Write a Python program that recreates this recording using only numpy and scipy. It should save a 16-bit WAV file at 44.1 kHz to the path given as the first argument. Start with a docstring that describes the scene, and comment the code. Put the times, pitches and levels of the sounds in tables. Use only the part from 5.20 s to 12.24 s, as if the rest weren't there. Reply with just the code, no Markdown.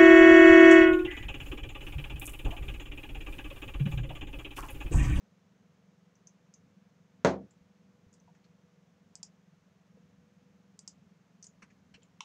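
"""From the start an appliance throbs softly and a fan hums, as low swells, coloured noise and sines.
Mouse ticks follow; near 2 s a full beer glass lands hard on a desk and excites the desk's damped modes.
Hands then bump the desk, fingers brush the keys as noise bursts, and the mouse button clicks twice.
More ticks and brushed keys lead to one key pressed right down near 7 s.
The room is small and quiet, the webcam close; filtered echoes supply its reflections."""
import sys
import numpy as np
from scipy import signal
from scipy.fft import rfft, irfft, next_fast_len
from scipy.io import wavfile
from scipy.ndimage import map_coordinates

SR = 44100
rng = np.random.default_rng(int(sys.argv[2]) if len(sys.argv) > 2 else 0)


def master_out(mix):
    """Clip the mix to full scale and print it as 16-bit PCM to the path in sys.argv[1]."""
    frames = np.transpose(np.atleast_2d(mix))
    ceiling = np.clip(frames, -1, 1)
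    pcm = np.round(ceiling * 32767).astype(np.int16)
    wavfile.write(sys.argv[1], SR, pcm)


N = 310464  # length [samples]

# Reverberation of the room: (frequency [Hz], decay time T60 [s])
ROOM_T60 = [(100, 0.93), (250, 0.23), (500, 0.29), (1000, 0.2), (2500, 0.18), (6500, 0.17), (11000, 0.125)]
TOP_HZ = 15700  # upper band limit of the webcam

# Appliance motor
STROKE_HZ, FIRST_STROKE_S = 21.41, 0.036

# Spectrum of the fan's air noise and hiss: (frequency [Hz], relative density [dB per Hz])
AIR_SPECTRUM = [(30, -36.5), (160, -22), (280, -13), (350, -7), (450, -4.5), (560, -7), (750, -11),
                (980, -11.5), (1240, -12.5), (2400, -17), (4750, -24), (6500, -21.5), (7800, -31),
                (9490, -38.5), (12300, -39)]
# Spectrum of the low rumble: (frequency [Hz], relative density [dB per Hz])
RUMBLE_SPECTRUM = [(20, -36.5), (32, -18.5), (52, -18), (85, -0.5), (125, -3), (175, 4), (240, 0),
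                   (290, -5.5), (400, -34.5), (700, -40.5), (3000, -50), (12000, -70.5)]
# Mains and motor lines: (frequency [Hz], rms level [dB])
HUM_LINES = [(100, -84.5), (121.5, -81), (400, -98), (414, -91), (650, -91), (700, -92.5)]
# Blade tone of the fan: (time [s], rms level [dB])
BLADE_LEVEL = [(0, -82.5), (2.5, -79), (3.5, -78.5), (4.1, -86.5), (4.55, -90), (4.8, -78.5), (5.3, -77.5),
               (5.8, -88), (7.04, -99)]
RUMBLE_START_DB, RUMBLE_RISE_DB_PER_S = -72, 0.43  # the rumble creeps up

# Soft bumps of the hands on the desk: (time [s], peak level [dB], frequency [Hz], T60 [s])
HAND_BUMPS = [(2.411, -66, 71.7, 0.15), (2.866, -54.5, 98, 0.088), (4.772, -56, 480, 0.06),
              (6.36, -70, 74.5, 0.1), (6.78, -59, 472, 0.066)]

# Fingertips brushing key tops: (time [s], relative level [dB], strongest ring [Hz], its lift [dB])
KEY_BRUSHES = [(3.074, -56.5, 826, 37), (3.146, -65, 1430, 9), (3.239, -65, 4110, 14),
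               (6.42, -47.5, 1530, 12.5), (6.5, -61.5, 1750, 10), (6.739, -49, 2800, 11),
               (6.818, -63, 3320, 21)]
# A key pressed right down: (time [s], relative level [dB], strongest ring [Hz], its lift [dB])
KEY_PRESS = [(7.0055, -30, 2780, 2.5)]
# Colour of a brushed key top: (frequency [Hz], relative density [dB per Hz])
KEYTOP_SPECTRUM = [(200, 4), (700, -8), (1400, -7.5), (2100, -2), (2700, -3), (3900, -14.5), (4900, -6),
                   (6600, -5.5), (8000, -20), (10000, -29), (12000, -63)]
# Colour of a pressed keycap and the keyboard case: (frequency [Hz], relative density [dB per Hz])
KEYCAP_SPECTRUM = [(200, -32.5), (650, -31), (900, 0), (1400, 0), (1800, -27), (2300, -3.5), (2950, 7),
                   (3300, -13), (3850, -8.5), (4500, -16), (5500, -7), (6500, -9.5), (7700, -21),
                   (12500, -49)]
BRUSH_S, PRESS_S = 0.00696, 0.0014  # time a fingertip takes to seat a keycap
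# Every brush also thumps the desk through the keyboard; the level is relative to the brush
THUMP_DB, THUMP_HZ, THUMP_T60_S = -7.5, 183, 0.11

# Colour of the mouse shell: (frequency [Hz], relative density [dB per Hz])
SHELL_SPECTRUM = [(200, -43), (850, -6.5), (1500, -22.5), (2600, -16), (4200, -12.5), (4900, 3.5),
                  (7200, 4.5), (8200, -6), (9100, -23.5), (9900, -18.5), (11000, -36), (13000, -45)]
# Clearest modes of the mouse shell: (frequency [Hz], relative level [dB], T60 [s])
SHELL_MODES = [(4770, 9.5, 0.051), (6050, 1, 0.056), (6400, -9, 0.12), (7800, -14, .11)]
# Button presses: (time [s], time held [s], relative level [dB], ring of the release [Hz])
BUTTON_CLICKS = [(3.9546, 0.0757, -31.5, 5250), (5.5918, 0.0854, -32.5, 7160)]
# Light ticks of the mouse being handled: (time [s], relative level [dB], strongest ring [Hz])
MOUSE_TICKS = [(0.954, -66, 6100), (1.0715, -46, 6300), (1.3396, -46, 6370), (2.308, -62, 7460),
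               (2.928, -63, 7000), (2.939, -54.5, 8900), (3.0, -66.5, 6100), (6.2266, -40.5, 6100),
               (6.2425, -40, 8760), (6.254, -55, 6800), (6.2676, -46.5, 6750), (6.832, -63, 7240)]
# The press is thin and bright, the release fuller and more rattly
PRESS_HZ, PRESS_LIFT_DB, PRESS_RATTLE_DB = 8500, 12.5, -4.5
RELEASE_DB, RELEASE_LIFT_DB, RELEASE_RATTLE_DB = 2, 2.5, 1.5  # RELEASE_DB is relative to the press
# The lighter a tick, the more of it is loose rattle: LOOSENESS is in dB per dB below FIRM_DB
TICK_LIFT_DB, FIRM_DB, TICK_RATTLE_DB, LOOSENESS = 14, -41, 4, 0.19

# Contacts as the glass lands and its base settles: (time [s], relative level [dB])
GLASS_CONTACTS = [(2.0481, 1), (2.0574, -21.5), (2.0708, -12.5)]
# Modes of the desk with the glass on it: (frequency [Hz], relative level [dB], T60 [s])
DESK_MODES = [(81, -15, 0.45), (127, -15, 0.39), (170, -8, .3), (168.6, -29, 0.25), (194.4, -5.5, 0.44),
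              (205.2, -25.5, 0.17), (263.7, -3, 0.33), (292.8, -13, 0.38), (353, -4.5, 0.33),
              (385, -12, 0.38), (415.4, -11, 0.22), (449, 3.5, 0.15), (458, -5.5, 0.34), (543, -2, 0.2),
              (583, -2.5, 0.22), (651, -5, .25), (662, -10, .25), (703, -7.5, 0.2109), (756, -9.5, 0.27),
              (953, -3, .15), (1071, -17.5, .18), (1187, -11.5, 0.1), (1295, -17, 0.15), (1427, -22, .17),
              (1665, -11, 0.13), (1949, -21.5, .15), (2070, -12.5, 0.13), (2233, -20, 0.13)]
# Colour of the blow: (frequency [Hz], relative density [dB per Hz])
BLOW_SPECTRUM = [(30, -47), (90, -7), (185, 10), (290, -9.5), (470, 4), (720, -3.5), (900, -9),
                 (2000, -18.5), (3000, -25.5), (4000, -24), (5000, -29.5), (6500, -26), (8000, -39.5),
                 (10000, -61.5), (12500, -92)]
# Colour of the desk's diffuse ring: (frequency [Hz], relative density [dB per Hz])
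RING_SPECTRUM = [(100, -61.5), (150, -10.5), (220, -2.5), (310, -8), (500, -2), (1000, -3), (2100, -14.5),
                 (2900, -23), (4000, -23.5), (5200, -25.5), (6800, -26), (8300, -39.5), (10000, -44),
                 (12500, -76.5)]


def amp(db):
    """Level principle: a gain is ten to the power of decibels over twenty."""
    return 10 ** (np.asarray(db) / 20)


def unit(x):
    """Root-mean-square principle: scale to rms 1."""
    return x / np.sqrt(np.mean(x ** 2) + 1e-20)


def along(points, hz):
    """Logarithmic pitch: interpolate (Hz, value) points on a log-frequency axis."""
    f, value = np.transpose(points)
    return np.interp(np.log(hz + 1), np.log(f + 1), value)


def wobble(rate):
    """Slow random fluctuation: a smooth curve through `rate` random knots a second."""
    knots = rng.standard_normal(int(N * rate / SR) + 4)
    return map_coordinates(knots, [np.arange(N) * rate / SR])


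def add(track, s, sound):
    """Superposition: sum a sound into the track at time s [s]."""
    part = track[round(s * SR):][:len(sound)]
    part += sound[:len(part)]


def noise(spectrum, size=N):
    """Spectral shaping: white noise weighted in frequency, with rms 1."""
    white = rfft(rng.standard_normal(size))
    gain = amp(along(spectrum, np.fft.rfftfreq(size, 1 / SR)))
    return unit(irfft(white * gain, size))


def body(spectrum, ring_hz=1000, lift_db=0, octaves=0.1, size=4096):
    """Minimum phase: a causal impulse response of peak 1 with this colour and one lifted resonance."""
    hz = np.fft.rfftfreq(size, 1 / SR)
    lift = lift_db * np.exp(-.5 * (np.log2((hz + 1) / ring_hz) / octaves) ** 2)
    cepstrum = irfft(np.log(amp(along(spectrum, hz) + lift)))
    # folding the cepstrum onto positive time makes the response causal
    cepstrum[1:size // 2] *= 2
    cepstrum[size // 2 + 1:] = 0
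    response = irfft(np.exp(rfft(cepstrum)))
    return response / np.abs(response).max()


def fade(x, stretch=1, bend=1.66):
    """Frequency-dependent absorption: each band dies at its own pace, slowly at first, then ever faster."""
    hz, t, z = signal.stft(x, SR, nperseg=256)
    age = t / (stretch * along(ROOM_T60, hz)[:, None])  # 1 where the band is 60 dB down
    decayed = z * amp(-60 * age ** bend)
    return signal.istft(decayed, SR, nperseg=256)[1][:len(x)]


def scatter(near_db, near_t60, room_db, stretch):
    """Reflection: the direct path, quick echoes from the desk's clutter, then the room."""
    t = np.arange(SR // 2) / SR
    direct = t == 0
    near = rng.standard_normal(len(t)) * amp(-60 * t / near_t60)
    tail = fade(rng.standard_normal(len(t)), stretch)
    echoes = amp(near_db) * near / np.linalg.norm(near) + amp(room_db) * tail / np.linalg.norm(tail)
    # small objects reflect only short waves
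    short_waves = signal.butter(2, 700, "high", fs=SR, output="sos")
    return direct + signal.sosfilt(short_waves, echoes)


def throb(level_db=-58.0, pitch_hz=182, width_s=0.0076, uneven_db=2.0, jitter_s=0.00022, pitch_spread=0.031):
    """Periodic forcing: a motor, perhaps a fridge compressor, gives a low swell of uneven strength per stroke."""
    out, t = np.zeros(N), np.arange(-SR // 40, SR // 40) / SR
    strokes = np.arange(FIRST_STROKE_S, N / SR, 1 / STROKE_HZ)
    variations = rng.standard_normal((len(strokes), 3))
    for s, (late, strength, tight) in zip(strokes, variations):
        hz = pitch_hz * (1 + pitch_spread * tight)
        swell = np.exp(-.5 * (t / width_s) ** 2) * np.sin(2 * np.pi * hz * t)
        add(out, s + t[0] + jitter_s * late, amp(level_db + uneven_db * strength) * swell)
    return out


def fan(air_db=-73.5, blade_hz=489, hum_db=0):
    """Broadband and tonal flow noise: air, rumble, motor lines and a blade tone that swells and sinks."""
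    t = np.arange(N) / SR
    lines = sum(amp(db) * np.sin(2 * np.pi * hz * t + .3 * wobble(2)) for hz, db in HUM_LINES)
    phase_drift = .9 * wobble(3)
    blade_gain = amp(np.interp(t, *np.transpose(BLADE_LEVEL)))
    blade = blade_gain * np.sin(2 * np.pi * blade_hz * t + phase_drift)
    unrest_db = 2.5 * wobble(9)
    rumble_db = RUMBLE_START_DB + RUMBLE_RISE_DB_PER_S * t + unrest_db
    rumble = amp(rumble_db) * noise(RUMBLE_SPECTRUM)
    tones = np.sqrt(2) * (amp(hum_db) * lines + blade)  # rms to peak
    return amp(air_db) * noise(AIR_SPECTRUM) + rumble + tones


def bumps(rise_s=0.00077):
    """Soft impact: flesh on the desk, or a key as it seats, wakes only one quickly damped mode."""
    out, t = np.zeros(N), np.arange(SR // 3) / SR
    thumps = [(s + 2 * BRUSH_S, db + THUMP_DB, THUMP_HZ, THUMP_T60_S) for s, db, *_ in KEY_BRUSHES]
    for s, db, hz, t60 in list(HAND_BUMPS) + thumps:
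        thud = np.sin(2 * np.pi * hz * t) * amp(-60 * t / t60) * (1 - np.exp(-t / rise_s))
        add(out, s, amp(db) * thud / np.abs(thud).max())
    return out


def keys(rows, colour, contact_s, room_db, level_db):
    """Chattering contact: a loose keycap rattles in step with the time a fingertip takes to seat it."""
    out, t = np.zeros(N), np.arange(SR // 10) / SR
    for s, db, ring_hz, lift_db in rows:
        chatter = rng.standard_normal(len(t)) * t / contact_s * np.exp(-t / contact_s)
        clack = signal.fftconvolve(chatter, body(colour, ring_hz, lift_db, octaves=0.41))
        path = scatter(near_db=-1.0, near_t60=0.011, room_db=room_db, stretch=0.7)
        heard = signal.fftconvolve(clack, path)
        add(out, s, amp(db + level_db) * heard / np.linalg.norm(heard))
    return out


def snap(ring_hz, lift_db, rattle_db, modes_db=-48):
    """Impulsive excitation: one sharp contact cracks on the mouse's thin shell and rings it briefly."""
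    t = np.arange(SR // 2) / SR
    ring = np.zeros(len(t))
    for hz, level, t60 in SHELL_MODES:
        mode_hz = hz * rng.normal(1, 0.0019)  # slightly different at each snap
        ring += amp(level - 60 * t / t60) * np.sin(2 * np.pi * mode_hz * t)
    path = scatter(near_db=rattle_db, near_t60=0.033, room_db=rattle_db - 6.0, stretch=0.58)
    return signal.fftconvolve(body(SHELL_SPECTRUM, ring_hz, lift_db), path + amp(modes_db) * ring)


def mouse():
    """Snap-through: the switch spring snaps twice per click; the handled shell also ticks."""
    out = np.zeros(N)
    for s, held, db, release_hz in BUTTON_CLICKS:
        add(out, s, amp(db) * snap(PRESS_HZ, PRESS_LIFT_DB, PRESS_RATTLE_DB))
        release = snap(release_hz, RELEASE_LIFT_DB, RELEASE_RATTLE_DB)
        add(out, s + held, amp(db + RELEASE_DB) * release)
    for s, db, ring_hz in MOUSE_TICKS:
        rattle_db = TICK_RATTLE_DB + LOOSENESS * (FIRM_DB - db)
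        add(out, s, amp(db) * snap(ring_hz, TICK_LIFT_DB, rattle_db))
    return out


def glass(blow_db=-10, modes_db=-23.0, ring_db=-29.5, build_s=.002, damped_s=0.23):
    """Modal excitation: the hard base cracks on the desk top, whose modes ring on into the room."""
    out, t = np.zeros(N), np.arange(SR * 3 // 4) / SR
    for s, db in GLASS_CONTACTS:
        path = scatter(near_db=3.0, near_t60=0.064, room_db=-5.0, stretch=.85)
        add(out, s, -amp(db + blow_db) * signal.fftconvolve(body(BLOW_SPECTRUM), path))
    # the blow pushes every mode down at once
    modes = -sum(amp(db - 60 * t / t60) * np.sin(2 * np.pi * hz * t) for hz, db, t60 in DESK_MODES)
    diffuse = fade(noise(RING_SPECTRUM, size=len(t)), stretch=1.0)
    # bending waves need a moment to fill the board
    build_up = 1 - np.exp(-t / build_s)
    landing_s = GLASS_CONTACTS[0][0]
    add(out, landing_s, (amp(modes_db) * modes + amp(ring_db) * diffuse) * build_up)
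    # the last of the ring is choked off
    age = np.maximum(np.arange(N) / SR - landing_s, 0)
    choke = np.exp(-(age / damped_s) ** 10)
    # a low cut near 68 Hz keeps the knock free of deep rumble
    low_cut = signal.butter(4, 68, "high", fs=SR, output="sos")
    return signal.sosfilt(low_cut, out * choke)


def scene():
    """Superposition: all sources add at one microphone on the desk."""
    brushed = keys(KEY_BRUSHES, KEYTOP_SPECTRUM, BRUSH_S, room_db=-20.0, level_db=21.5)
    pressed = keys(KEY_PRESS, KEYCAP_SPECTRUM, PRESS_S, room_db=-4.0, level_db=16.0)
    return (throb() + fan() + bumps() + brushed + pressed + mouse() + glass())[None]


def record(dry):
    """Band limitation: the webcam keeps nothing at or above its upper limit."""
    size = next_fast_len(N + SR // 2)
    passband = np.fft.rfftfreq(size, 1 / SR) < TOP_HZ
    return irfft(rfft(dry, size) * passband, size)[:, :N]


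dry = scene()
out = record(dry)
master_out(out)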